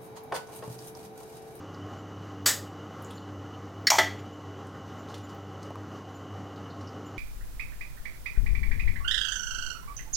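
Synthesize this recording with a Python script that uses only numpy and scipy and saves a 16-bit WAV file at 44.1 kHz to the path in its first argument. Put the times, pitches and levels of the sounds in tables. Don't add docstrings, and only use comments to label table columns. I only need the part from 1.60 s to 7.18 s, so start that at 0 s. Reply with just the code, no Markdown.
import sys
import numpy as np
from scipy import signal
from scipy.fft import rfft, irfft, next_fast_len
from scipy.io import wavfile
from scipy.ndimage import uniform_filter1d, minimum_filter1d, map_coordinates

SR = 44100
rng = np.random.default_rng(int(sys.argv[2]) if len(sys.argv) > 2 else 0)


def output_pcm(signal):
    pcm = np.clip(np.atleast_2d(signal).T, -1, 1) * 32767
    wavfile.write(sys.argv[1], SR, np.round(pcm).astype(np.int16))


N = 246078

# (time [s], crack level [dB], rise [s], crack t60 [s],
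# ring level [dB], share of the free ring time [1], room level [dB])
LID_SNAPS = [(2.269, -14, 0.0013, 0.079, -13, 0.37, -9), (2.3008, 0.5, 0.0021, 0.04, -16, 0.84, -19),
             (2.3826, -7.5, 0.0025, 0.088, -10.5, 0.72, -12.5)]
# (frequency [Hz], density [dB per Hz])
GAS_COLOUR = [(100, -29), (250, -14), (450, -9), (620, -11.5), (1200, -6.5), (1850, -4), (2500, -11.5),
              (3700, -6), (5200, -3), (6200, -5), (7200, -2.5), (9600, -12), (14200, -8), (16000, -16)]
# (frequency [Hz], density [dB per Hz])
TAB_COLOUR = [(290, -79), (500, -61), (933, -60), (1200, -16), (1670, -6.5), (1980, -3), (2570, -18),
              (3100, -17.5), (3800, -10), (4450, -1), (4900, -12.5), (5450, -3), (6140, -19), (6700, -12.5),
              (7500, -19.5), (14900, -28), (16000, -18)]
# (frequency [Hz], density [dB per Hz])
TEAR_COLOUR = [(240, -72), (400, -23.5), (935, -4), (1330, -9.5), (1900, -9), (2250, -2), (2650, -15),
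               (3370, -6.5), (3800, -13), (4310, -9), (4900, -10), (5600, -1.5), (7060, -4.5),
               (9320, -23.5), (13500, -15), (16000, -26)]
# (frequency [Hz], density [dB per Hz])
FLAP_COLOUR = [(100, -48), (200, -23), (300, -16), (400, -14), (540, -16), (680, -7.5), (880, -4),
               (1130, -15), (1340, -4), (1560, -8), (1950, -3), (2550, -21), (3000, -11), (3450, -7),
               (3850, -19), (4400, -16), (5500, -21), (7000, -20), (10500, -35), (14200, -28), (16000, -40)]
# (frequency [Hz], level [dB], free t60 [s])
CAN_MODES = [(298.7, -5.5, 0.34), (388, 1.5, 0.18), (488, -1.5, 0.15), (654, 3.5, 0.18), (710, 2, 0.17),
             (873, -3, 0.21), (929, -3, .17), (1292, -0.5, .15), (1686, -5.5, 0.18), (1950, -3, 0.32),
             (2007, -6.5, 0.35), (2103, -4.5, 0.19), (2270, -3.5, 0.22), (2960, -8, 0.33), (3230, -7, 0.31),
             (3310, -10, 0.32), (4060, -6, 0.11), (4475, 7.5, .075), (5140, 5, .06), (5310, 5, 0.072),
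             (5584, 9, .065), (6810, 7, .085)]
# (centre [Hz], width [Hz], gain [dB])
SLIT_RESONANCES = [(1650, 70, 3), (1820, 89, 5.5), (2024, 100, 3), (2990, 130, 5), (3550, 110, 3.5),
                   (3920, 80, 5.5), (4350, 170, -5), (5280, 150, 4), (5500, 120, -5), (6580, 45, 5),
                   (6900, 50, 12.5), (7190, 55, 9.5), (7880, 50, 12.5), (8200, 45, 7)]
# (time [s], level [dB], centre [Hz], width [octaves], t60 [s])
TOUCHES_AND_BUMPS = [(.145, -57, 4800, 0.49, .04), (1.423, -51, 11500, 0.67, 0.02),
                     (1.447, -44, 7020, 0.17, .02), (1.505, -51.5, 3320, .45, 0.13),
                     (1.507, -52.5, 9000, 0.74, 0.028), (1.573, -59, 4400, .2, .02),
                     (1.580, -51, 4170, .22, 0.024), (2.59, -53, 2200, 1.24, .09),
                     (3.069, -59.5, 7450, 0.88, .03), (3.145, -42, 1420, 0.33, 0.041),
                     (3.487, -57, 4140, 0.94, 0.45), (3.542, -46, 3300, 1.24, 0.084),
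                     (3.58, -54, 4500, 1.5, 0.026), (3.693, -55.5, 4100, 1.2, 0.078),
                     (3.747, -61, 14500, .25, .04), (4.03, -45.5, 5260, 0.77, 0.019),
                     (4.106, -37, 696, 0.53, .04), (4.157, -39.5, 1100, 0.53, .035),
                     (4.96, -59.5, 4100, .4, .15), (5.065, -43.5, 900, 0.79, .06),
                     (5.1, -58.5, 4200, 0.25, 0.22), (5.21, -55.5, 5000, 0.62, .07),
                     (5.273, -53, 5070, 0.32, 0.08)]
# (mid time [s], level [dB])
FAN_SQUEAKS = [(.392, -64), (1.562, -55.5), (2.596, -60.5), (2.738, -66), (3.397, -61), (3.648, -57.5),
               (4.56, -58), (5.47, -56.5)]
# (multiple of the motor tone [1], level [dB])
HUM_HARMONICS = [(1, 0), (2, -12), (3, -5), (4, -15.5), (5, -22.5)]
# (frequency [Hz], density [dB per Hz])
DRAUGHT_COLOUR = [(20, -16), (40, -29), (70, -5.5), (130, 1), (270, 0.5), (480, -2.5), (900, -11.5),
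                  (1300, -6), (1700, -17.5), (2400, -25.5), (7000, -30.5), (8500, -43), (11500, -45.5),
                  (14000, -38), (16000, -56)]
# (centre [Hz], width [Hz], gain [dB])
CASING_RESONANCES = [(128, 12, 4), (416, 10.4, 6.5), (792, 100, 8.5), (1080, 34, 9), (1962, 150, 6.5),
                     (6100, 460, 6)]
# (frequency [Hz], t60 [s])
KITCHEN_DECAY = [(200, 0.4), (1000, 0.24), (2500, 0.4), (7000, 0.29), (15000, 0.3)]

TOP_HZ = 16000
MOTOR_DB = -46.5
MOTOR_DRIFT_DB, MOTOR_DRIFT_PER_S = 0.94, 4.01
MOTOR_FLUTTER_DB, MOTOR_FLUTTER_PER_S = 1.76, 13
SQUEAK_HZ, SQUEAK_SCATTER = 7050, 0.0063
SPURT_START_S, SPURT_DB, SPURT_ATTACK_S, SPURT_HOLD_S = 0.8573, -17.5, 0.0029, 0.034
SPURT_SAG_DB_PER_S, SPURT_RELEASE_DB_PER_S = 127.5, 268
WHISTLE_DELAY_S, WHISTLE_DB, WHISTLE_ATTACK_S, WHISTLE_FADE_DB_PER_S = 0.0033, -9.5, 0.002, 2600
SING_HZ, SING_DB, SING_ATTACK_S, SING_FADE_DB_PER_S = 1824, -35, 0.015, 170
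FIZZ_START_S, FIZZ_DB, FIZZ_ATTACK_S, FIZZ_HOLD_S = 2.3025, -17, 0.0028, 0.14
FIZZ_SAG_DB_PER_S, FIZZ_RELEASE_DB_PER_S = 187, 380


def amp(db):
    return 10 ** (np.asarray(db) / 20)


def unit(x):
    return x / np.sqrt(np.mean(x ** 2) + 1e-20)


def along(points, hz):
    point_hz, values = np.transpose(points)
    return np.interp(np.log(hz + 1), np.log(point_hz + 1), values)


def humps(peaks, hz):
    gain = 1
    for centre_hz, width_hz, db in peaks:
        gain = gain + (amp(db) - 1) / (1 + (2 * (hz - centre_hz) / width_hz) ** 2)
    return gain


def wobble(knots_per_s):
    knots = rng.standard_normal(int(N * knots_per_s / SR) + 4)
    return map_coordinates(knots, [np.arange(N) * knots_per_s / SR])


def noise(gain, size=N):
    spectrum = rfft(rng.standard_normal(size)) * gain(np.fft.rfftfreq(size, 1 / SR))
    return unit(irfft(spectrum, size))


def tone(hz, waver, waver_hz):
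    pitch_hz = hz * (1 + waver * noise(lambda f: f < waver_hz))
    return unit(np.sin(2 * np.pi * np.cumsum(pitch_hz) / SR))


def add(track, start_s, sound):
    part = track[round(start_s * SR):][:len(sound)]
    part += sound[:len(part)]


def kitchen(x, room_db):
    hz, t, bands = signal.stft(rng.standard_normal(SR // 2), SR, nperseg=256)
    decay = amp(-60 * t / along(KITCHEN_DECAY, hz)[:, None])
    tail = signal.istft(bands * decay, SR, nperseg=256)[1]
    tail *= 1 - np.exp(-(np.arange(len(tail)) / SR / 0.012) ** 2)
    echoes = signal.fftconvolve(x, tail / np.linalg.norm(tail))[:len(x)]
    return x + amp(room_db) * echoes


def fan(motor_hz=98.2, air_db=-44.0, whine_hz=2950, whine_width_hz=115, whine_db=-62):
    pitch_hz = motor_hz * (1 + 0.0055 * wobble(5) + 0.01194 * wobble(25))
    phase = 2 * np.pi * np.cumsum(pitch_hz) / SR
    hum = np.zeros(N)
    for multiple, db in HUM_HARMONICS:
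        harmonic = unit(np.sin(multiple * phase + 2 * np.pi * rng.random()))
        hum += amp(db + 1.67 * wobble(20)) * harmonic
    drift_db = MOTOR_DRIFT_DB * wobble(MOTOR_DRIFT_PER_S)
    flutter_db = MOTOR_FLUTTER_DB * wobble(MOTOR_FLUTTER_PER_S)
    motor = amp(MOTOR_DB + drift_db + flutter_db) * hum

    whine = noise(lambda hz: 1 / (1 + ((hz - whine_hz) / whine_width_hz) ** 2))
    whine *= amp(whine_db + 1.65 * wobble(30))

    rush = noise(lambda hz: amp(along(DRAUGHT_COLOUR, hz)) * humps(CASING_RESONANCES, hz))
    air = amp(air_db + 0.93 * wobble(18)) * unit(kitchen(rush, room_db=-7.5))
    return motor + whine + air


def touches_and_bumps(grain_db=2, swell_db=-17, swell_s=0.021):
    out = np.zeros(N)
    t = np.arange(-SR // 10, SR // 5) / SR
    for time_s, db, centre_hz, octaves, t60_s in TOUCHES_AND_BUMPS:
        band = noise(lambda hz: (1 + (np.log2((hz + 1) / centre_hz) / octaves) ** 2) ** -2, size=len(t))
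        tick = amp(-60 * np.maximum(t, 0) / t60_s) * (t > 0)
        swell = amp(swell_db) * np.exp(-(t / swell_s - 0.5) ** 2)
        add(out, time_s + t[0], amp(db) * (tick + swell) * band)
    grain = unit(amp(grain_db * wobble(700)))
    return kitchen(out * grain, room_db=-7.5)


def squeaks(length_s=0.047, octave_db=-11):
    out = np.zeros(N)
    size = int(length_s * SR)
    for mid_s, db in FAN_SQUEAKS:
        hz = SQUEAK_HZ * (1 + SQUEAK_SCATTER * rng.standard_normal())
        pitch_hz = hz * (1 + 0.0088 * noise(lambda f: f < 300, size=size))
        phase = 2 * np.pi * np.cumsum(pitch_hz) / SR
        voice = np.sin(phase) + amp(octave_db) * np.sin(2 * phase)
        add(out, mid_s - length_s / 2, amp(db) * np.hanning(size) * voice)
    return kitchen(out, room_db=-4.5)


def outflow(start_s, attack_s, hold_s, sag_db_per_s, release_db_per_s):
    t = np.maximum(np.arange(N) / SR - start_s, 0)
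    fall_db = sag_db_per_s * np.minimum(t, hold_s) + release_db_per_s * np.maximum(t - hold_s, 0)
    return (1 - np.exp(-(t / attack_s) ** 2)) * amp(-fall_db)


def gas(whistle_hz=4580):
    spurt = noise(lambda hz: amp(along(GAS_COLOUR, hz)) * humps(SLIT_RESONANCES, hz))
    spurt *= unit(amp(0.36 * wobble(900)))
    spurt *= amp(SPURT_DB) * outflow(SPURT_START_S, SPURT_ATTACK_S, SPURT_HOLD_S,
                                     SPURT_SAG_DB_PER_S, SPURT_RELEASE_DB_PER_S)

    whistle = amp(WHISTLE_DB) * tone(whistle_hz, waver=0.008, waver_hz=200)
    whistle *= outflow(SPURT_START_S + WHISTLE_DELAY_S, WHISTLE_ATTACK_S, 0, 0, WHISTLE_FADE_DB_PER_S)

    sing = amp(SING_DB) * tone(SING_HZ, waver=0.014, waver_hz=90)
    sing *= outflow(SPURT_START_S, SING_ATTACK_S, 0, 0, SING_FADE_DB_PER_S)

    fizz = noise(lambda hz: amp(along(TEAR_COLOUR, hz)))
    fizz *= unit(amp(1.1 * wobble(490)))
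    fizz *= amp(FIZZ_DB) * outflow(FIZZ_START_S, FIZZ_ATTACK_S, FIZZ_HOLD_S,
                                   FIZZ_SAG_DB_PER_S, FIZZ_RELEASE_DB_PER_S)
    return kitchen(spurt + whistle + sing, room_db=-13.0) + kitchen(fizz, room_db=-11.5)


def lid(waver=0.007):
    out = np.zeros(N)
    t = np.arange(SR * 3 // 4) / SR
    colours = [TAB_COLOUR, TEAR_COLOUR, FLAP_COLOUR]
    for snap_row, colour in zip(LID_SNAPS, colours):
        time_s, crack_db, rise_s, crack_t60_s, ring_db, free_share, room_db = snap_row
        snap = noise(lambda hz: amp(along(colour, hz)), size=len(t))
        snap *= amp(crack_db - 60 * t / crack_t60_s)
        for hz, mode_db, free_t60_s in CAN_MODES:
            pitch_hz = hz * (1 + waver * noise(lambda f: f < 60, size=len(t)))
            turns = np.cumsum(pitch_hz) / SR + rng.random()
            level_db = ring_db + mode_db + along(colour, hz) - 60 * t / (free_t60_s * free_share)
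            snap += amp(level_db) * np.sin(2 * np.pi * turns)
        rise = 1 - np.exp(-(t / rise_s) ** 2)
        add(out, time_s, kitchen(snap * rise, room_db))
    return out


def pop(start_s=2.3186, stop_s=2.369, slip_s=0.0047, pop_hz=960, sag=0.2, life_s=0.001,
        first_db=-3, slip_db=-11, fade_db=-8):
    out = np.zeros(N)
    t = np.arange(SR // 50) / SR
    times_s = np.arange(start_s, stop_s, slip_s)
    chances = rng.standard_normal((len(times_s), 3))
    for k, (time_s, (pitch_chance, level_chance, time_chance)) in enumerate(zip(times_s, chances)):
        progress = k / len(times_s)
        hz = pop_hz * (1 - sag * progress + 0.093 * pitch_chance)
        phase = 2 * np.pi * hz * t
        flow = t / life_s * np.exp(1 - t / life_s) * np.sin(phase)
        pressure = np.gradient(flow, phase)
        db = slip_db + fade_db * progress + 2.6 * level_chance if k else first_db
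        add(out, time_s + 0.0005 * time_chance, amp(db) * pressure)
    return kitchen(out, room_db=-15.0)


def scene():
    mono = fan() + touches_and_bumps() + squeaks() + gas() + lid() + pop()
    return np.array([mono, mono])


def record(dry, ceiling_db=-13.5, release_db_per_s=85, ahead_s=0.011):
    power = np.abs(uniform_filter1d(dry ** 2, size=SR // 300))
    over_db = np.maximum(0, 10 * np.log10(power + 1e-12) - ceiling_db)
    ahead = int(ahead_s * SR)
    over_db = -minimum_filter1d(-over_db, ahead, origin=-(ahead // 2))
    recovery_db = release_db_per_s * np.arange(N) / SR
    held_db = np.maximum.accumulate(over_db + recovery_db, axis=1) - recovery_db
    cut_db = uniform_filter1d(held_db, SR // 500)
    size = next_fast_len(N + SR // 2)
    band = np.fft.rfftfreq(size, 1 / SR) < TOP_HZ
    return irfft(rfft(dry * amp(-cut_db), size) * band, size)[:, :N]


dry = scene()
out = record(dry)
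output_pcm(out)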